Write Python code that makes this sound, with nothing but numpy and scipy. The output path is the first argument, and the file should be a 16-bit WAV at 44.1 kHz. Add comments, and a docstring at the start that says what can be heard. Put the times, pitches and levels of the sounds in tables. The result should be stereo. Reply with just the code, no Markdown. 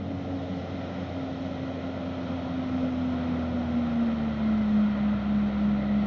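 """A jet ski carves away across a calm river, heard from the bank through a phone's two ports.
Its shaft hums at the turn rate and multiples, strongest the throbbing third, all sagging as the revs
drop, and the hull booms now and then. Under the hum, bands of flickering noise make the rumble and
wash, the jet's rasp, the hiss of spray and the roar of churned water. Something close behind the
phone throws a short echo of the water into each port."""
import sys
import numpy as np
from scipy import signal
from scipy.fft import rfft, irfft, next_fast_len
from scipy.io import wavfile
from scipy.ndimage import uniform_filter1d

SR = 44100
rng = np.random.default_rng(int(sys.argv[2]) if len(sys.argv) > 2 else 0)


def log_audio(samples):
    """Write samples as a 16-bit WAV file to the path given in sys.argv[1]."""
    # one column per channel
    frames = np.atleast_2d(samples).T
    # limit to full scale, then quantise
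    limited = np.clip(frames, -1, 1)
    pcm = np.round(limited * 32767).astype(np.int16)
    wavfile.write(sys.argv[1], SR, pcm)


N = 267642
TIME = np.arange(N) / SR
HZ = np.fft.rfftfreq(next_fast_len(N), 1 / SR) + 1e-3
SIDE = np.array([[.5], [-.5]])  # splits a left-minus-right amount between the ports


def undb(db):
    """Gain of a level in dB."""
    return 10 ** (np.asarray(db) / 20)


def curves(table):
    """Automation lanes: each column after the time, at every sample."""
    times, *columns = np.transpose(table)
    return [np.interp(TIME, times, column) for column in columns]


def over_hz(table):
    """A (frequency, value) table at every frequency, straight on a log axis."""
    hz, value = np.transpose(table)
    return np.interp(np.log(HZ), np.log(hz), value)


def colour_gain(colour, db_per_octave=-40):
    """Gain of an EQ curve that rolls off steeply above its last point."""
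    octaves_above = np.log2(np.maximum(HZ / colour[-1][0], 1))
    return undb(over_hz(colour) + db_per_octave * octaves_above)


def drift(rate_hz):
    """Smooth random modulation: sample-and-hold, slewed twice, with a spread of 1."""
    hold = int(SR / rate_hz)
    steps = np.repeat(rng.standard_normal(N // hold + 1), hold)
    smooth = uniform_filter1d(uniform_filter1d(steps, hold), hold)[:N]
    return smooth / smooth.std()


def swells(times, peaks, width_s):
    """Bell-shaped envelopes, one for each time."""
    return [peak * np.exp(-.5 * ((TIME - at) / width_s) ** 2) for at, peak in zip(times, peaks)]


# Paths into the left and right port: direct lag/ms, direct corner/Hz, echo lag/ms, echo level/dB,
# echo corner/Hz
PORT_PATHS = [(0.12, 2000, 1.523, -9, 6300), (0, 7700, 1.627, -10, 10000)]


def ports(spectrum):
    """One arrival at both ports: the phone's body shades the direct sound, a near surface returns it."""
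    out = []
    for lag_ms, dull_hz, echo_ms, echo_db, echo_hz in PORT_PATHS:
        direct = np.exp(-2j * np.pi * HZ * lag_ms / 1e3) / (1 + (HZ / dull_hz) ** 2)
        echo = undb(echo_db) * np.exp(-2j * np.pi * HZ * echo_ms / 1e3) / (1 + (HZ / echo_hz) ** 2)
        power = np.abs(direct) ** 2 + np.abs(echo) ** 2
        out.append(spectrum * (direct + echo) / np.sqrt(power))  # evens the tilt, keeps the comb
    return np.array(out)


# Sound that arrives scattered, unrelated at the two ports: f/Hz, share of the power/0-1
SCATTERED_SHARE = [(60, 0.0089), (300, 0.0066), (430, 0.14), (650, 0.067), (900, 0.23), (1400, 0.27),
                   (1800, 0.6), (3000, 0.75), (7000, 1)]
# Stereo tilt of the ports: f/Hz, left minus right/dB
PORT_TILT = [(60, 3.3), (300, 3), (490, 1), (830, 3), (1400, 2.5), (1850, -1), (2150, 8), (2500, 0),
             (3000, -5), (3700, -4), (4200, 0), (5000, 4), (6300, 0), (7000, -17)]
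# Water faders: t/s, churn/dB, spray/dB, mist/dB, fizz/dB, scatter trim for every band/dB
WATER_FADERS = [(0, -43.5, -50.5, -59.5, -71, 2), (.6, -42, -49, -56.5, -66, 2.5),
                (1.3, -42, -50, -57, -68.5, 3.5), (1.9, -40.5, -47.5, -55.5, -67, 1.5),
                (2.6, -42.5, -47, -54.5, -65.5, 0.5), (2.85, -42.5, -45, -53.5, -64.5, -0.5),
                (3.6, -41.5, -45, -53.5, -65, -0.5), (4.6, -43, -44.5, -53, -66, -0.5),
                (5.3, -43.5, -43.5, -53, -67, -1), (6.07, -42.5, -45.5, -54, -68, 1)]


def water(colour, level_db, flicker_db, flicker_hz):
    """A band of flickering noise: partly straight from the craft, partly scattered off water and banks."""
    size = next_fast_len(N)
    share = np.clip(over_hz(SCATTERED_SHARE), 0, 1)
    scatter_db = curves(WATER_FADERS)[-1]
    noise = rng.standard_normal((3, N)) * undb(flicker_db * drift(flicker_hz))
    direct = np.sqrt(1 - share) * ports(rfft(noise[0], size))
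    scattered = np.sqrt(share) * rfft(noise[1:] * undb(scatter_db), size)
    balance = undb(over_hz(PORT_TILT) * SIDE)
    band = irfft((direct + scattered) * balance * colour_gain(colour), size)[:, :N]
    mono_rms = np.sqrt(np.mean(band.mean(0) ** 2))
    return band / mono_rms * undb(level_db)


# EQ of the wash and of the rumble: f/Hz, relative level/dB
WASH_EQ = [(40, -27.5), (60, -16), (100, -6), (150, -2.5), (195, 0.5), (240, 0.5), (310, 0), (350, -5),
           (420, -13.5), (520, -60.5)]
RUMBLE_EQ = [(15, -9.5), (25, 2.5), (45, 0.5), (70, -7.5), (110, -39)]
# Hull faders: t/s, wash/dB, rumble/dB
HULL_FADERS = [(0, -38, -72), (1.2, -38.5, -63), (2.2, -38, -67.5), (3, -36.5, -63.5), (4.2, -37, -56),
               (4.9, -38.5, -57.5), (5.4, -37, -56.5), (6.07, -37, -54)]


def hull_wash():
    """The low bed: water washes along the hull over a deep rumble."""
    wash_db, rumble_db = curves(HULL_FADERS)
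    return (water(WASH_EQ, wash_db, flicker_db=.18, flicker_hz=5.4)
            + water(RUMBLE_EQ, rumble_db, flicker_db=.8, flicker_hz=2.9))


# EQ of the froth and of the rasp: f/Hz, relative level/dB
FROTH_EQ = [(580, -31.5), (670, -0.5), (750, 1.5), (850, -4.5), (950, -38.5)]
RASP_EQ = [(1600, -24.5), (1800, -5), (1950, 1.5), (2080, -2), (2200, -11.5), (2350, -33)]
# Jet faders: t/s, froth/dB, rasp/dB
JET_FADERS = [(0, -47.5, -61.5), (.6, -47.5, -57), (1.3, -47.5, -58.5), (2, -47, -58.5), (2.8, -46, -55.5),
              (3.6, -44.5, -55), (4.4, -47, -52), (5.2, -46.5, -53), (6.07, -46, -50)]


def jet():
    """Two narrow bands: froth on top of the churn, and the rasp of the jet."""
    froth_db, rasp_db = curves(JET_FADERS)
    return (water(FROTH_EQ, froth_db, flicker_db=.36, flicker_hz=6.1)
            + water(RASP_EQ, rasp_db, flicker_db=1, flicker_hz=5))


# EQ of the spray, the mist and the fizz: f/Hz, relative level/dB
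SPRAY_EQ = [(650, -26.5), (850, -2), (1000, 4.5), (1180, -2.5), (1350, 2), (1550, -4), (1750, -5),
            (1950, -10), (2200, -8), (2450, -4.5), (2800, -14.5), (3150, -14.5), (4000, -20.5),
            (4700, -25.5), (5100, -64.5)]
MIST_EQ = [(2000, -27), (2700, -4.5), (2950, -1), (3200, 1), (3500, -2.5), (3750, -1), (4300, -7),
           (4700, -10.5), (5200, -40.5)]
FIZZ_EQ = [(4100, -30), (4600, -3), (5000, 0), (5600, -.5), (6000, -4.5), (6300, -4.5), (6600, -12.5),
           (7000, -19), (7300, -26), (7500, -31)]


def spray():
    """Spray hisses in the mids, falling mist above it, fizz at the very top."""
    _, spray_db, mist_db, fizz_db, _ = curves(WATER_FADERS)
    return (water(SPRAY_EQ, spray_db, flicker_db=.63, flicker_hz=5)
            + water(MIST_EQ, mist_db, flicker_db=.3, flicker_hz=5.5)
            + water(FIZZ_EQ, fizz_db, flicker_db=.5, flicker_hz=6.7))


# EQ of the churn: f/Hz, relative level/dB
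CHURN_EQ = [(290, -31), (360, -5), (420, -1.5), (500, 2), (560, 2.5), (605, 3.5), (650, 1.5), (690, -3.5),
            (760, -29.5)]
# Surges of the churn: t/s, boost/dB
CHURN_SURGES = [(.3, 1), (.45, 3), (1.8, 1), (2.83, 6), (2.91, 1), (3.37, 3.5), (4.82, 2)]


def churn():
    """Churned water roars in the low mids, with brief surges."""
    times, boosts_db = np.transpose(CHURN_SURGES)
    level_db = curves(WATER_FADERS)[0] + sum(swells(times, boosts_db, width_s=.023))
    return water(CHURN_EQ, level_db, flicker_db=.55, flicker_hz=4)


# Booms of the hull: t/s, f/Hz, peak level before panning/dB
HULL_BOOMS = [(.03, 192.6, -35), (.2, 185.9, -44), (.52, 192, -33.5), (.98, 188, -39), (1.46, 195, -40),
              (1.92, 189.4, -41), (2.75, 195.5, -35.5), (3.05, 198.6, -37)]


def hull_booms():
    """The hull booms in short low tones with a soft attack."""
    times, pitches_hz, levels_db = np.transpose(HULL_BOOMS)
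    envelopes = swells(times, undb(levels_db), width_s=.02)
    return sum(np.sqrt(2) * envelope * np.sin(2 * np.pi * hz * TIME)
               for envelope, hz in zip(envelopes, pitches_hz))


# Shaft hum: t/s, turn rate/Hz, first order/dB, second order/dB, third order/dB,
# left minus right/dB, left port's lag/ms
SHAFT_HUM = [(0, 91.3, -39.5, -48, -39.5, 2.5, .22), (.35, 90.6, -40.5, -42.5, -36.5, 3.5, .2),
             (.55, 89.6, -41, -45.5, -40, 3, .2), (.75, 89.3, -40.5, -48.5, -42.5, 2.5, .2),
             (1.05, 88.8, -39.5, -43.5, -40, 2.5, 0.17), (1.25, 88.5, -42.5, -50.5, -36, 2, 0.15),
             (1.8, 87.8, -43, -46.5, -37.5, 2, 0.08), (2.3, 87, -42.5, -44.5, -35.5, 3.5, .1),
             (2.8, 85.5, -40.5, -44.5, -28.5, 3.5, .14), (3.15, 84, -39, -43, -30, 4, 0.11),
             (3.5, 81.8, -37.5, -45, -32, 3.5, 0.094), (3.8, 79.6, -40, -44, -27.5, 3.5, .1),
             (4.03, 77.3, -42.5, -41.5, -25.5, 2.5, 0.11), (4.3, 73.6, -40.5, -42.5, -29.5, 2.5, .13),
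             (4.5, 71.9, -39, -48.5, -25.5, 3, 0.11), (4.8, 69.8, -43, -48, -23, 2.5, .13),
             (5.1, 68.9, -39.5, -46, -27, 3, 0.09), (5.5, 68.7, -40.5, -46.5, -26, 3, .1),
             (6.07, 68.7, -40.5, -44, -26, 2.5, .1)]
# Throb of the third order, a row per beat: t of the dip/s, faster tone against the main tone/0-1
THROB_BEATS = [(.04, 0.1), (.25, 0.6), (.46, 0.53), (.67, 0.66), (.87, 0.33), (1.09, 0.84), (1.33, 0.05),
               (1.55, 0.2), (1.78, 0.35), (2.0, 0.16), (2.22, 0.05), (2.45, 0.14), (2.68, 0.15),
               (2.92, 0.14), (3.17, 0.15), (3.47, 0.2), (3.67, 0.25), (3.9, 0.27), (4.16, 0.18),
               (4.36, 0.26), (4.65, 0.15), (4.95, 0.32), (5.21, 0.4), (5.53, 0.3), (5.84, 0.3), (6.1, .27)]
# Undertone between the orders: multiple of the turn rate, level against the first order/dB
HALF_ORDER = [(1.5, -11.5)]
# Upper orders, which growl while the craft is nearest: multiple of the turn rate, trim/dB
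GROWL_ORDERS = [(4, -11), (5, -4), (6, -1.5)]
# Growl fader: t/s, level/dB
GROWL_FADER = [(0, -51), (.22, -50.5), (.29, -42), (.37, -50), (.45, -43.5), (.53, -46), (.8, -48.5),
               (1.7, -52), (3, -55.5), (6.07, -63)]


def engine():
    """Shaft orders, wavering in the moving air between craft and bank, panned with the hull's booms."""
    hz, first_db, second_db, third_db, pan_db, lag_ms = curves(SHAFT_HUM)
    growl_db = curves(GROWL_FADER)[0]
    beats, depth = curves([(at, count, dip) for count, (at, dip) in enumerate(THROB_BEATS)])
    # a faster tone gains one cycle a beat on the third order, so the pair throbs
    throb = 1 - np.clip(depth, 0, .9) * np.exp(2j * np.pi * beats)
    # the orders below the third are tuned up in line with that faster tone
    detune = 2 * np.pi * uniform_filter1d(beats, SR // 2) / 3
    # voices: order, level/dB, phase waver/rad, modulator
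    voices = [(1, first_db, .09, np.exp(1j * detune)), (2, second_db, .4, np.exp(2j * detune))]
    voices += [(order, first_db + db, .4, np.exp(1j * order * detune)) for order, db in HALF_ORDER]
    voices += [(3, third_db, .03, throb)]
    voices += [(order, growl_db + db, .3, 1) for order, db in GROWL_ORDERS]
    turn = 2 * np.pi * np.cumsum(hz) / SR
    turn_at_ports = turn - 2 * np.pi * hz * lag_ms / 1e3 * SIDE  # the left port lies further away
    hum = 0
    for order, level_db, waver, modulator in voices:
        phase = order * turn_at_ports + waver * drift(14)
        gain = undb(level_db + 4.9 * waver * drift(15))  # 4.9 dB of flutter per radian of waver
        hum = hum + np.sqrt(2) * gain * np.imag(modulator * np.exp(1j * phase))
    return (hum + hull_booms()) * undb(pan_db * SIDE)


def scene():
    """The stereo mix: the engine's hum over the layers of water."""
    return engine() + hull_wash() + jet() + spray() + churn()


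# Notches of the microphone cavity: f/Hz, width/Hz, gain/dB
CAVITY_NOTCHES = [(4510, 55, -5), (4700, 50, -15), (4890, 55, -5.5)]


def record(dry):
    """The microphone cavity notches the treble; a steep low-pass in the phone cuts the top."""
    size = next_fast_len(N + SR)
    hz_axis = np.fft.rfftfreq(size, 1 / SR)
    notch_db = sum(db * np.exp(-((hz_axis - hz) / width) ** 2) for hz, width, db in CAVITY_NOTCHES)
    notched = irfft(rfft(dry, size) * undb(notch_db), size)[:, :N]
    top_hz = 7467
    return signal.sosfilt(signal.ellip(10, .2, 80, top_hz, fs=SR, output="sos"), notched)


dry = scene()
out = record(dry)
log_audio(out)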